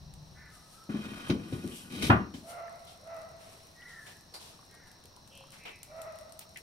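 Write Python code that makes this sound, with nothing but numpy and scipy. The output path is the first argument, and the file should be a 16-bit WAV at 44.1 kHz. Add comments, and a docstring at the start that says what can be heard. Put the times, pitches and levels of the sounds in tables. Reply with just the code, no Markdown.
"""Clay lid and simmering curry

An open-sided kitchen, stereo, close on the pot: its clay lid comes off and is set down on a ledge. Decaying
modes and noise make the knocks, juddering noise the drags; a heavy blow drops the lid flat, with one light
knock after it. The curry is fizzing noise, short spitting bursts and sines of rising pitch; brushes pass as
bands of noise. Outside, hoarse harmonic crows and smaller, buzzing whistles sound over shaped noise: air and
insects."""
import sys
import numpy as np
from scipy import signal
from scipy.fft import rfft, irfft
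from scipy.io import wavfile

SR = 44100
rng = np.random.default_rng(int(sys.argv[2]) if len(sys.argv) > 2 else 0)


def store_pcm(level_fs):
    """Save levels as 16-bit WAV."""
    pcm = np.round(np.clip(level_fs, -1, 1) * 32767).astype(np.int16)
    wavfile.write(sys.argv[1], SR, np.atleast_2d(pcm).T)


N = 291942
TIME = np.arange(N) / SR
BINS = np.maximum(np.fft.rfftfreq(N, 1 / SR), 1)

# Lid knocking on the ledge: (time [s], level [dB], then relative to it: lid's boom [dB],
# deep bass [dB], clay ring [dB], gritty crack [dB])
LID_KNOCKS = [(0.891, -24.5, -0.5, -27, -15, -37), (0.943, -23.5, 2, -33, -18, -25),
              (1.054, -32.5, 3.5, -32, -26, -17), (1.11, -35.5, 3.5, -39, -11, -30),
              (1.296, -11, -9, -17, -21.5, -18.5), (1.523, -21, -18, -11, -21.5, -23),
              (1.642, -24, -12, -10, -26, -36.5), (2.097, -5, -4.5, -6, -2, -35),
              (2.337, -29.5, -11, -9.5, -20, -15)]
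# Modes of the ledge under the lid: (frequency [Hz], level [dB], t60 [s])
LEDGE_MODES = [(78, -8.5, 0.29), (108.5, 4, 0.12), (145, -7, 0.2), (180, -14, 0.11), (241.6, -3, 0.18),
               (273, 2, 0.084), (356, -7, 0.18), (530, -12.5, 0.05)]
# Modes of the lid's own ring: (frequency [Hz], level [dB], t60 [s])
CLAY_MODES = [(585, -8, .13), (685, -7, .16), (756, -4, .16), (830, -5, .2), (926, -5, .2), (1014, -6, .16),
              (1074, -4, .2), (1167, -3, .17), (1248, -4, .17), (1319, -10, .2), (1417, -1, .17),
              (1471, -4, .16), (1519, -3, .19), (1663, -5, .19), (1900, -3, .14), (2073, -13, .16),
              (2406, -8, .13), (2498, -4, .14), (2755, -8, .1), (3160, -13, .11), (3243, -14, .11)]
# Colour of crushed grit: (frequency [Hz], level [dB])
GRIT_COLOUR = [(450, 1.5), (1500, -16.5), (2100, 2.5), (2500, 6.5), (2800, -5), (3100, 9), (3400, -5),
               (3700, 5.5), (4400, -3), (6000, -5.5), (7500, -22), (10000, -19), (15000, -26)]
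# Colour of the lid's dull rattle: (frequency [Hz], level [dB])
CLAY_COLOUR = [(300, -3.5), (480, -10), (620, 1), (900, -1), (1150, 7), (1550, -5), (1800, -1.5),
               (2000, -10), (2200, -12), (2500, -17), (2800, -15), (3100, -20), (3700, -24), (7000, -43)]
# Colour of the shaken ledge: (frequency [Hz], level [dB])
RUMBLE_COLOUR = [(30, -21), (95, -7), (135, -8), (185, -1.5), (210, -1), (235, -2.5), (350, -7.5),
                 (460, -16), (900, -32), (4000, -82)]
# Lid sliding between knocks: (start [s], length [s], grit level [dB], clay body level [dB],
# rumble level [dB], growth from start to end [dB])
LID_SLIDES = [(0.891, 0.42, -58, -51.5, -49.5, 7), (1.308, 0.443, -64.5, -57.5, -45, 1),
              (1.778, 0.108, -80, -61, -53, 6), (1.898, 0.119, -51, -54, -40.5, 11),
              (2.021, 0.071, -40.5, -48, -33, -4.5)]
# Colour of fizz and hiss: (frequency [Hz], level [dB])
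FIZZ_COLOUR = [(1000, -18.5), (3000, -4.5), (5000, -5), (7200, -6), (8700, 0), (11000, -4), (13500, -9),
               (16000, -27)]
# Loudest bubbles spitting: (time [s], level [dB])
CURRY_SPITS = [(0.138, -43.5), (0.839, -47), (1.6762, -40), (2.7576, -51), (3.217, -46), (4.75, -45),
               (4.916, -46), (5.0558, -44.5), (5.1637, -45.5), (5.276, -46.5), (5.375, -42),
               (5.8312, -35.5), (6.0173, -36), (6.1873, -42), (6.3225, -40), (6.3924, -33.5),
               (6.573, -36.5)]
# Thick bubbles and light taps: (time [s], level [dB], pitch [Hz])
CURRY_PLOPS = [(2.681, -41, 1750), (3.819, -45, 2930), (4.591, -44, 1080), (4.628, -47, 1170),
               (5.05, -46, 457), (5.171, -43, 960), (5.409, -43, 800), (5.439, -46, 1000),
               (6.56, -37, 1980)]
# Bright hiss swells: (time of the top [s], level [dB], time per 20 dB [s]);
# a positive time is that of the sinking, a negative one that of the rise
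HISS_SWELLS = [(0.55, -57.5, 0.08), (0.735, -58, 0.25), (1.29, -50, -0.02), (1.54, -55, 0.13),
               (1.77, -48.5, 0.22), (2.503, -48.5, 0.09), (4.075, -59.5, -0.38)]
# Brushes and scuffs: (time [s], length [s], rub level [dB], rub centre [Hz], rub width [octaves],
# dull body level [dB], hiss level [dB])
CLOTH_SCUFFS = [(1.708, 0.13, -52.5, 2950, .26, -70, -68), (2.336, 0.084, -55.5, 3840, 1.3, -60, -62),
                (2.864, 0.093, -56.5, 3570, 0.62, -74, -59.5), (3.379, 0.32, -63, 2420, 1.0, -63, -60),
                (3.878, 0.1, -59.5, 4000, 0.92, -67, -67), (4.06, 0.073, -52, 2400, 1.5, -56, -63),
                (4.337, 0.048, -46, 4500, 0.2, -48.5, -48.5), (4.39, 0.16, -53.5, 3880, 0.96, -57, -56.5),
                (5.519, .089, -54.5, 1750, 1.4, -68, -60.5), (5.649, 0.066, -45, 2480, 0.52, -46.5, -84),
                (6.406, 0.032, -53.5, 2830, 0.97, -67, -68), (6.557, 0.03, -46, 2220, .42, -65, -74)]
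# Crows: (time [s], length [s], level [dB], top pitch [Hz])
CROW_CAWS = [(2.417, 0.3, -43, 701), (3.01, 0.25, -44, 673.6), (5.869, 0.3016, -44, 657.4)]
# Overtones of a caw: (multiple of the pitch [1], level [dB])
CROW_PARTIALS = [(1, -2), (2, -12.5), (3, -19.5), (4, -29.5)]
# Smaller birds: (time [s], length [s], level [dB], top pitch [Hz], last pitch [Hz], buzz depth [rad])
BIRD_CALLS = [(0.339, 0.17, -55.5, 1784, 1662, 1.3), (0.507, 0.086, -60, 1293, 1170, 0.16),
              (0.714, 0.15, -59, 1297, 1310, 0.3), (3.743, 0.35, -51.5, 1959, 1608, 0.27),
              (3.771, .28, -62.5, 1425, 1270, 0.66), (4.676, 0.26, -61.5, 1898, 1620, 0.99),
              (5.298, 0.128, -57.5, 2940, 2945, 1.44), (5.3, 0.16, -60.5, 557, 509, 0.13),
              (5.569, 0.22, -55, 2377, 2223, 1.2)]
# Colour of the outdoor air: (frequency [Hz], level [dB])
AIR_COLOUR = [(15, -5), (30, -5), (80, 2), (160, 0), (300, -7.5), (450, -9.5), (650, -7), (1050, -9.5),
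              (1350, -16), (1900, -17.5), (2500, -43), (3300, -38), (6600, -79)]
# Colour of the insect drone: (frequency [Hz], level [dB])
INSECT_COLOUR = [(300, -38), (2600, -2.5), (3400, -3.5), (4050, 8.5), (4600, 2), (5200, 0), (5520, 12),
                 (5800, 3.5), (6200, 1.5), (6700, -9), (9000, -18), (12500, -13.5), (16000, -14)]
# Left-right likeness of the surroundings: (frequency [Hz], correlation [-1 to 1])
WIDE_LIKENESS = [(100, .97), (300, 0.71), (700, 0.35), (2000, 0), (4000, 0.3), (5600, 0.83), (7500, 0.053),
                 (15000, 0)]
# Left-right likeness of close sounds: (frequency [Hz], correlation [-1 to 1])
CLOSE_LIKENESS = [(100, .99), (350, 0.91), (700, 0.35), (1200, -0.7), (2500, -0.063), (5000, 0.15),
                  (9000, 0.0089)]
# Lead of the left ear for the lid and ledge: (frequency [Hz], phase [rad])
LEFT_LEAD = [(100, .06), (350, 0.18), (700, 0.17), (1200, 1.25), (2500, 1.8)]
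# Colour difference of the two microphones: (frequency [Hz], left over right [dB])
MICROPHONE_BALANCE = [(60, 2), (280, 4), (600, -.7), (1200, 0.8), (7000, -0.5), (8800, 7), (10500, 4.5),
                      (12500, 2)]

# The boom sinks in pitch as more of the lid rests on the ledge
BOOM_HZ, BOOM_SAG_HZ_PER_S, BOOM_T60_S = 213.7, 15.9, 0.27
SLIDE_ATTACK_S, SLIDE_RELEASE_T60_S = 0.0078, 0.094
SIMMER_DB = -72.5
# The biggest spits also snap across the treble, at SNAP_DB for a spit of SNAP_FROM_DB
SNAP_FROM_DB, SNAP_DB, SNAP_DB_PER_DB, SNAP_T60_S = -33.5, -36, 2.8, .008
# The puff of steam that a thick bubble lets go
PUFF_DB, PUFF_OCTAVES, PUFF_T60_S = -14, 0.42, .07
SWELL_OTHER_SIDE = 0.86   # time per 20 dB on a swell's other side, over the listed one
SCUFF_BODY_HZ, SCUFF_BODY_OCTAVES = 645, 1.5
# First and last pitch over top pitch; attack as share of the length
CAW_START, CAW_END, CAW_ATTACK = .89, 0.94, 0.39
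BIRD_START, BIRD_ATTACK = 0.97, 0.22
# Low handling noise as the lid is lifted: it holds, then dies away
HANDLING_DB, HANDLING_HOLD_S, HANDLING_T60_S = -51, .16, 2.2
CUTOFF_HZ = 15700


def knocks(thump_db=-8, clay_db=-14, thud_db=-9, thud_t60=0.24, crack_db=-3, crack_t60=0.13,
           shudder_db=-14, shudder_t60=0.39, rim_delay=.003):
    """The ledge thumps first; a moment later the rim lands, rattles, rings and crushes grit."""
    out, t = np.zeros((2, N)), TIME[:SR // 2]
    grit = noise(GRIT_COLOUR, CLOSE_LIKENESS)
    rattle = noise(CLAY_COLOUR, CLOSE_LIKENESS)
    shudder = noise(RUMBLE_COLOUR, CLOSE_LIKENESS)
    for s, db, boom, weight, clay, crack in LID_KNOCKS:
        boom_hz = BOOM_HZ - BOOM_SAG_HZ_PER_S * (s - LID_KNOCKS[0][0])
        here = slice(int(s * SR), int(s * SR) + len(t))
        # only a heavy blow moves the deepest modes
        body = [(hz, level + (weight + 6) * (hz < 140), t60) for hz, level, t60 in LEDGE_MODES]
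        modes = [(boom_hz, boom, BOOM_T60_S)] + body
        thump = amp(thump_db) * ring(modes, uneven_db=1.0) * (1 - fade(t, 0.0019))
        thump += amp(shudder_db) * shudder[:, here] * fade(t, shudder_t60) * (1 - fade(t, 0.0096))
        rim = amp(clay + clay_db) * ring(CLAY_MODES, uneven_db=2) * (1 - fade(t, .015))
        rim += amp(clay + thud_db) * rattle[:, here] * fade(t, thud_t60)
        rim += amp(crack + crack_db) * grit[:, here] * fade(t, crack_t60)
        add(out, s, amp(db) * thump)
        add(out, s + rim_delay, amp(db) * rim)
    # a small ledge radiates no sub-bass
    out = signal.sosfilt(signal.butter(3, 50, "high", fs=SR, output="sos"), out)
    return echoes(out, t60=0.38, wet_db=-14.0, likeness=CLOSE_LIKENESS)


def drag(grit_db=4, body_db=-2, sing_db=-1, rumble_db=-2, hiss_db=-3, judder_db=1.85):
    """Unglazed clay catches and slips over the ledge, shaking both, as the push grows or eases."""
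    grit, body, rumble = np.zeros((3, N))
    for s, length, grit_level, body_level, rumble_level, growth in LID_SLIDES:
        progress = np.clip((TIME - s) / length, 0, 1)
        push = amp(growth * (progress - .5)) * hold(s, length, SLIDE_ATTACK_S, SLIDE_RELEASE_T60_S)
        grit += amp(grit_level) * push
        body += amp(body_level) * push
        rumble += amp(rumble_level) * push
    # the slips keep the lid's upper modes singing, damped by the hand
    upper_modes = [mode for mode in CLAY_MODES if mode[0] > 1100]
    upper = ring(upper_modes, uneven_db=2) * fade(TIME[:SR // 2], .12)
    slips = rng.standard_normal((1, N))
    sing = unit(signal.fftconvolve(slips, np.diff(upper), axes=1)[:, :N])
    scrape = amp(grit_db) * noise(GRIT_COLOUR, CLOSE_LIKENESS, spiky_db=1.0)
    scrape += amp(hiss_db) * noise(FIZZ_COLOUR, CLOSE_LIKENESS, spiky_db=2.5)
    clay = amp(body_db) * noise(CLAY_COLOUR, CLOSE_LIKENESS, spiky_db=2.5) + amp(sing_db) * sing
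    shaking = amp(rumble_db) * noise(RUMBLE_COLOUR, CLOSE_LIKENESS)
    return (grit * scrape + body * clay + rumble * shaking) * amp(judder_db * drift(110))


def curry(spit_db=-3, spit_t60=0.013, spray_db=-23, spray_t60=0.15, tick_db=-60, tick_spread_db=10,
          plop_db=-4, plop_t60=0.023, glug_db=-57, tick_count=170, glug_count=70):
    """Tiny bursts fizz and tick, larger ones spit and leave a short spray, and thick bubbles glug."""
    out, t = np.zeros((2, N)), TIME[:SR // 8]
    spray = noise(FIZZ_COLOUR, CLOSE_LIKENESS)
    burst = fade(t, spit_t60) + amp(spray_db) * fade(t, spray_t60)
    bursts = [(s, db + spit_db) for s, db in CURRY_SPITS]
    # ticks come more often as the microphone nears the pot
    for when, size in rng.random((tick_count, 2)):
        tick_time = np.interp(when ** .8, [0, 1], [.45, N / SR])
        bursts.append((tick_time, tick_db + tick_spread_db * size ** 2))
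    for s, db in bursts:
        start = rng.integers(N - len(t))
        add(out, s, amp(db) * spray[:, start:start + len(t)] * burst)
    for s, db in CURRY_SPITS:
        snap = amp(SNAP_DB + SNAP_DB_PER_DB * (db - SNAP_FROM_DB)) * rub(12400, 0.97)[:, :len(t)]
        add(out, s, snap * fade(t, SNAP_T60_S))
    for s, db, hz in CURRY_PLOPS:
        puff = rub(hz, PUFF_OCTAVES)[:, :len(t)] * fade(t, PUFF_T60_S)
        add(out, s, amp(db + PUFF_DB) * puff)
        # each sheds a quieter companion, close in pitch
        pair = bubble(hz, plop_t60) + 0.19 * bubble(0.99 * hz, plop_t60)
        add(out, s, amp(db + plop_db) * pair)
    # glugs are heard once the microphone leans in over the pot
    for when, size, pitch in rng.random((glug_count, 3)):
        glug_time = np.interp(when, [0, 1], [2.4, N / SR])
        glug = bubble(330 * 4.5 ** pitch, .05)
        add(out, glug_time, amp(glug_db + 8 * (size - .5)) * glug)
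    fizz = amp(SIMMER_DB + 2.7 * drift(17)) * noise(FIZZ_COLOUR, CLOSE_LIKENESS, spiky_db=2.5)
    return fizz + echoes(out, t60=0.22, wet_db=-6.0, likeness=CLOSE_LIKENESS)


def bubble(hz, t60, rise=5.1):
    """A bubble rings with a rising pitch as it surfaces; rise is the share of hz gained per second."""
    t = TIME[:SR // 8]
    return np.sin(2 * np.pi * hz * t * (1 + rise * t / 2)) * fade(t, t60) * (1 - fade(t, 0.0016))


def hiss_swells(hiss_db=-1):
    """A bright, grainy hiss close by rises to a point and sinks again, linearly in dB."""
    level = 0
    for s, db, sink in HISS_SWELLS:
        away = np.maximum((TIME - s) / sink, (s - TIME) / (sink * SWELL_OTHER_SIDE))
        level = level + amp(db - 20 * np.minimum(away, 10))
    return amp(hiss_db) * level * noise(FIZZ_COLOUR, CLOSE_LIKENESS, spiky_db=2.0)


def scuffs(hiss_db=-1):
    """Short rubs with a dull body below and a hiss on top, swelling fast and dying away."""
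    out, t = np.zeros((2, N)), TIME[:SR // 2]
    hiss = noise(FIZZ_COLOUR, CLOSE_LIKENESS, spiky_db=2.0)
    for s, length, db, hz, width, body, top in CLOTH_SCUFFS:
        start, u = rng.integers(N - len(t)), t / length
        sound = amp(db) * rub(hz, width) + amp(body) * rub(SCUFF_BODY_HZ, SCUFF_BODY_OCTAVES)
        sound += amp(top + hiss_db) * hiss[:, start:start + len(t)]
        add(out, s, sound * np.minimum(9 * u, 1) / (1 + u ** 4) * fade(u, 20.0))
    return out


def crows(rasp_db=-5.5, flutter_db=2.0, jitter=.042):
    """Hoarse caws: jittered harmonics and a noisy rasp, smeared by the yard."""
    out = np.zeros((2, N))
    # (frequency [Hz], level [dB])
    rasp_colour = [(350, -20), (560, 4), (780, -1.0), (900, -3.0), (1300, 0.0), (1600, -10),
                   (2000, -7.5), (2600, -17.0), (4500, -39)]
    rasp = noise(rasp_colour, CLOSE_LIKENESS)
    for s, length, db, hz in CROW_CAWS:
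        pitch, swell = call(length, CAW_START * hz, hz, CAW_END * hz, CAW_ATTACK)
        size = len(pitch)
        phase = 2 * np.pi * np.cumsum(pitch * (1 + jitter * drift(449.7, size))) / SR
        # overtones come in only as the beak opens
        partials = [amp(level) * swell ** (k > 1) * np.sin(k * phase) for k, level in CROW_PARTIALS]
        voice = unit(sum(partials))
        hoarse = amp(flutter_db * drift(59.6, size))
        breath = amp(rasp_db) * rasp[:, int(s * SR):int(s * SR) + size]
        add(out, s, amp(db) * swell * hoarse * (voice + breath))
    return echoes(out, t60=1.43, wet_db=-0.5, likeness=[(600, 0.27), (1200, 0.66), (3000, 0.078)])


def birds(buzz_hz=260, jitter=0.0291):
    """Whistles, mostly falling, that a fast phase flutter makes buzz; far off and straight ahead."""
    out = np.zeros((2, N))
    for s, length, db, hz, last_hz, buzz in BIRD_CALLS:
        pitch, swell = call(length, BIRD_START * hz, hz, last_hz, BIRD_ATTACK)
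        size = len(pitch)
        flutter = np.sin(2 * np.pi * np.cumsum(buzz_hz * (1 + 0.146 * drift(90.0, size))) / SR)
        phase = 2 * np.pi * np.cumsum(pitch * (1 + jitter * drift(302.7, size))) / SR
        add(out, s, amp(db) * swell * unit(np.sin(phase + buzz * flutter)))
    return echoes(out, t60=0.74, wet_db=0.5, likeness=[(1000, 0.93), (4000, 1.0)])


def call(length, first, top, last, attack):
    """Pitch bend through the top pitch, and loudness swell, of one call."""
    u = np.linspace(0, 1, int(length * SR))
    pitch = np.interp(u, [0, .35, 1], [first, top, last])
    return pitch, np.minimum(u / attack, 1) * np.minimum((1 - u) / 0.25, 1)


def background(air_db=-59.5, insect_db=-62.0):
    """Outdoor air and a steady insect drone as coloured noise, with low handling noise at the start."""
    air = amp(air_db + 0.55 * drift(5.81)) * noise(AIR_COLOUR, WIDE_LIKENESS)
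    insects = amp(insect_db + 0.25 * drift(23)) * noise(INSECT_COLOUR, WIDE_LIKENESS)
    # (frequency [Hz], level [dB])
    handling_colour = [(25, -13), (70, 3.5), (100, -6), (150, 3.0), (260, -20.0), (900, -58), (4000, -96)]
    handling = amp(HANDLING_DB) * hold(0, HANDLING_HOLD_S, 0.013, HANDLING_T60_S)
    return air + insects + handling * noise(handling_colour, WIDE_LIKENESS)


def ring(modes, uneven_db):
    """A struck body: decaying sines of alternating sign, the left ear leading in phase."""
    hz, db, t60 = np.transpose(modes)[:, :, None]
    t = TIME[:SR // 2]
    sign = (-1) ** np.arange(1, len(db) + 1)[:, None]
    decay = sign * amp(db + uneven_db * rng.standard_normal(db.shape)) * fade(t, t60)
    lags = (0, at_hz(LEFT_LEAD, hz))
    return np.array([np.sum(decay * np.sin(2 * np.pi * hz * t - lag), 0) for lag in lags])


def rub(hz, octaves):
    """Half a second of stereo noise in one band, rms 1."""
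    f = np.maximum(np.fft.rfftfreq(SR // 2, 1 / SR), 1)
    band = 1 / (1 + (np.log2(f / hz) / octaves) ** 2) ** 1.4
    return unit(irfft(rfft(rng.standard_normal((2, SR // 2))) * band))


def noise(spectrum, likeness, spiky_db=0):
    """Coloured stereo noise of rms 1; spiky_db breaks it into grains of uneven size."""
    grains = np.repeat(rng.exponential(1, N // 16 + 1), 16)[:N]   # 16 samples each
    grainy = rng.standard_normal((2, N)) * amp(spiky_db * np.minimum(grains, 6))
    mid, side = rfft(grainy)
    alike = np.clip(at_hz(likeness, BINS), -1, 1)
    pair = np.sqrt(1 + alike) * mid + np.sqrt(1 - alike) * side * [[1], [-1]]
    return unit(irfft(pair * amp(at_hz(spectrum, BINS)), N))


def echoes(x, t60, wet_db, likeness):
    """Direct sound plus a diffuse tail of decaying noise, at about unchanged power."""
    t = TIME[:SR]
    flat = [(20, 0), (20000, 0)]
    tail = noise(flat, likeness)[:, :SR] * fade(t, t60) * (1 - fade(t, .03))
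    tail /= np.sqrt(np.sum(tail ** 2) / 2)
    wet = signal.fftconvolve(x, tail, axes=1)[:, :N]
    return (x + amp(wet_db) * wet) / np.sqrt(1 + amp(wet_db) ** 2)


def hold(start, length, attack, release_t60):
    """Envelope over the whole scene: quick attack, hold, exponential release."""
    t = TIME - start
    return np.clip(t / attack, 0, 1) * fade(np.maximum(t - length, 0), release_t60)


def fade(t, t60):
    """Exponential decay, 60 dB in t60."""
    return np.exp(-np.log(1000) * t / t60)


def drift(rate, size=N):
    """Random wander: normal draws of spread 1, rate per second, joined by straight lines."""
    knots = rng.standard_normal(4096)
    return np.interp(np.arange(size) / SR * rate, np.arange(len(knots)), knots)


def amp(db):
    """Decibels to gain."""
    return 10 ** (np.asarray(db) / 20)


def unit(x):
    """Scale to rms 1."""
    return x / np.sqrt(np.mean(x ** 2) + 1e-20)


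def at_hz(points, hz):
    """Read a table on a log-frequency axis."""
    f, value = np.transpose(points)
    return np.interp(np.log(hz), np.log(f), value)


def add(out, s, sound):
    """Mix a sound in at time s."""
    i = max(int(s * SR), 0)
    out[:, i:i + sound.shape[-1]] += sound[..., :N - i]


def scene():
    """Lid and pot close by, and the yard around them."""
    close = knocks() + drag() + curry() + hiss_swells() + scuffs()
    return close + crows() + birds() + background()


def record(dry, ceiling=0.41):
    """The two microphones differ in colour; the loudest peaks are rounded and the top is cut."""
    tilt = amp(at_hz(MICROPHONE_BALANCE, BINS) / 2 * np.array([[1], [-1]]))
    rounded = ceiling * np.tanh(irfft(rfft(dry) * tilt, N) / ceiling)
    return signal.sosfilt(signal.ellip(10, .1, 80, CUTOFF_HZ, fs=SR, output="sos"), rounded)


dry = scene()
out = record(dry)
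store_pcm(out)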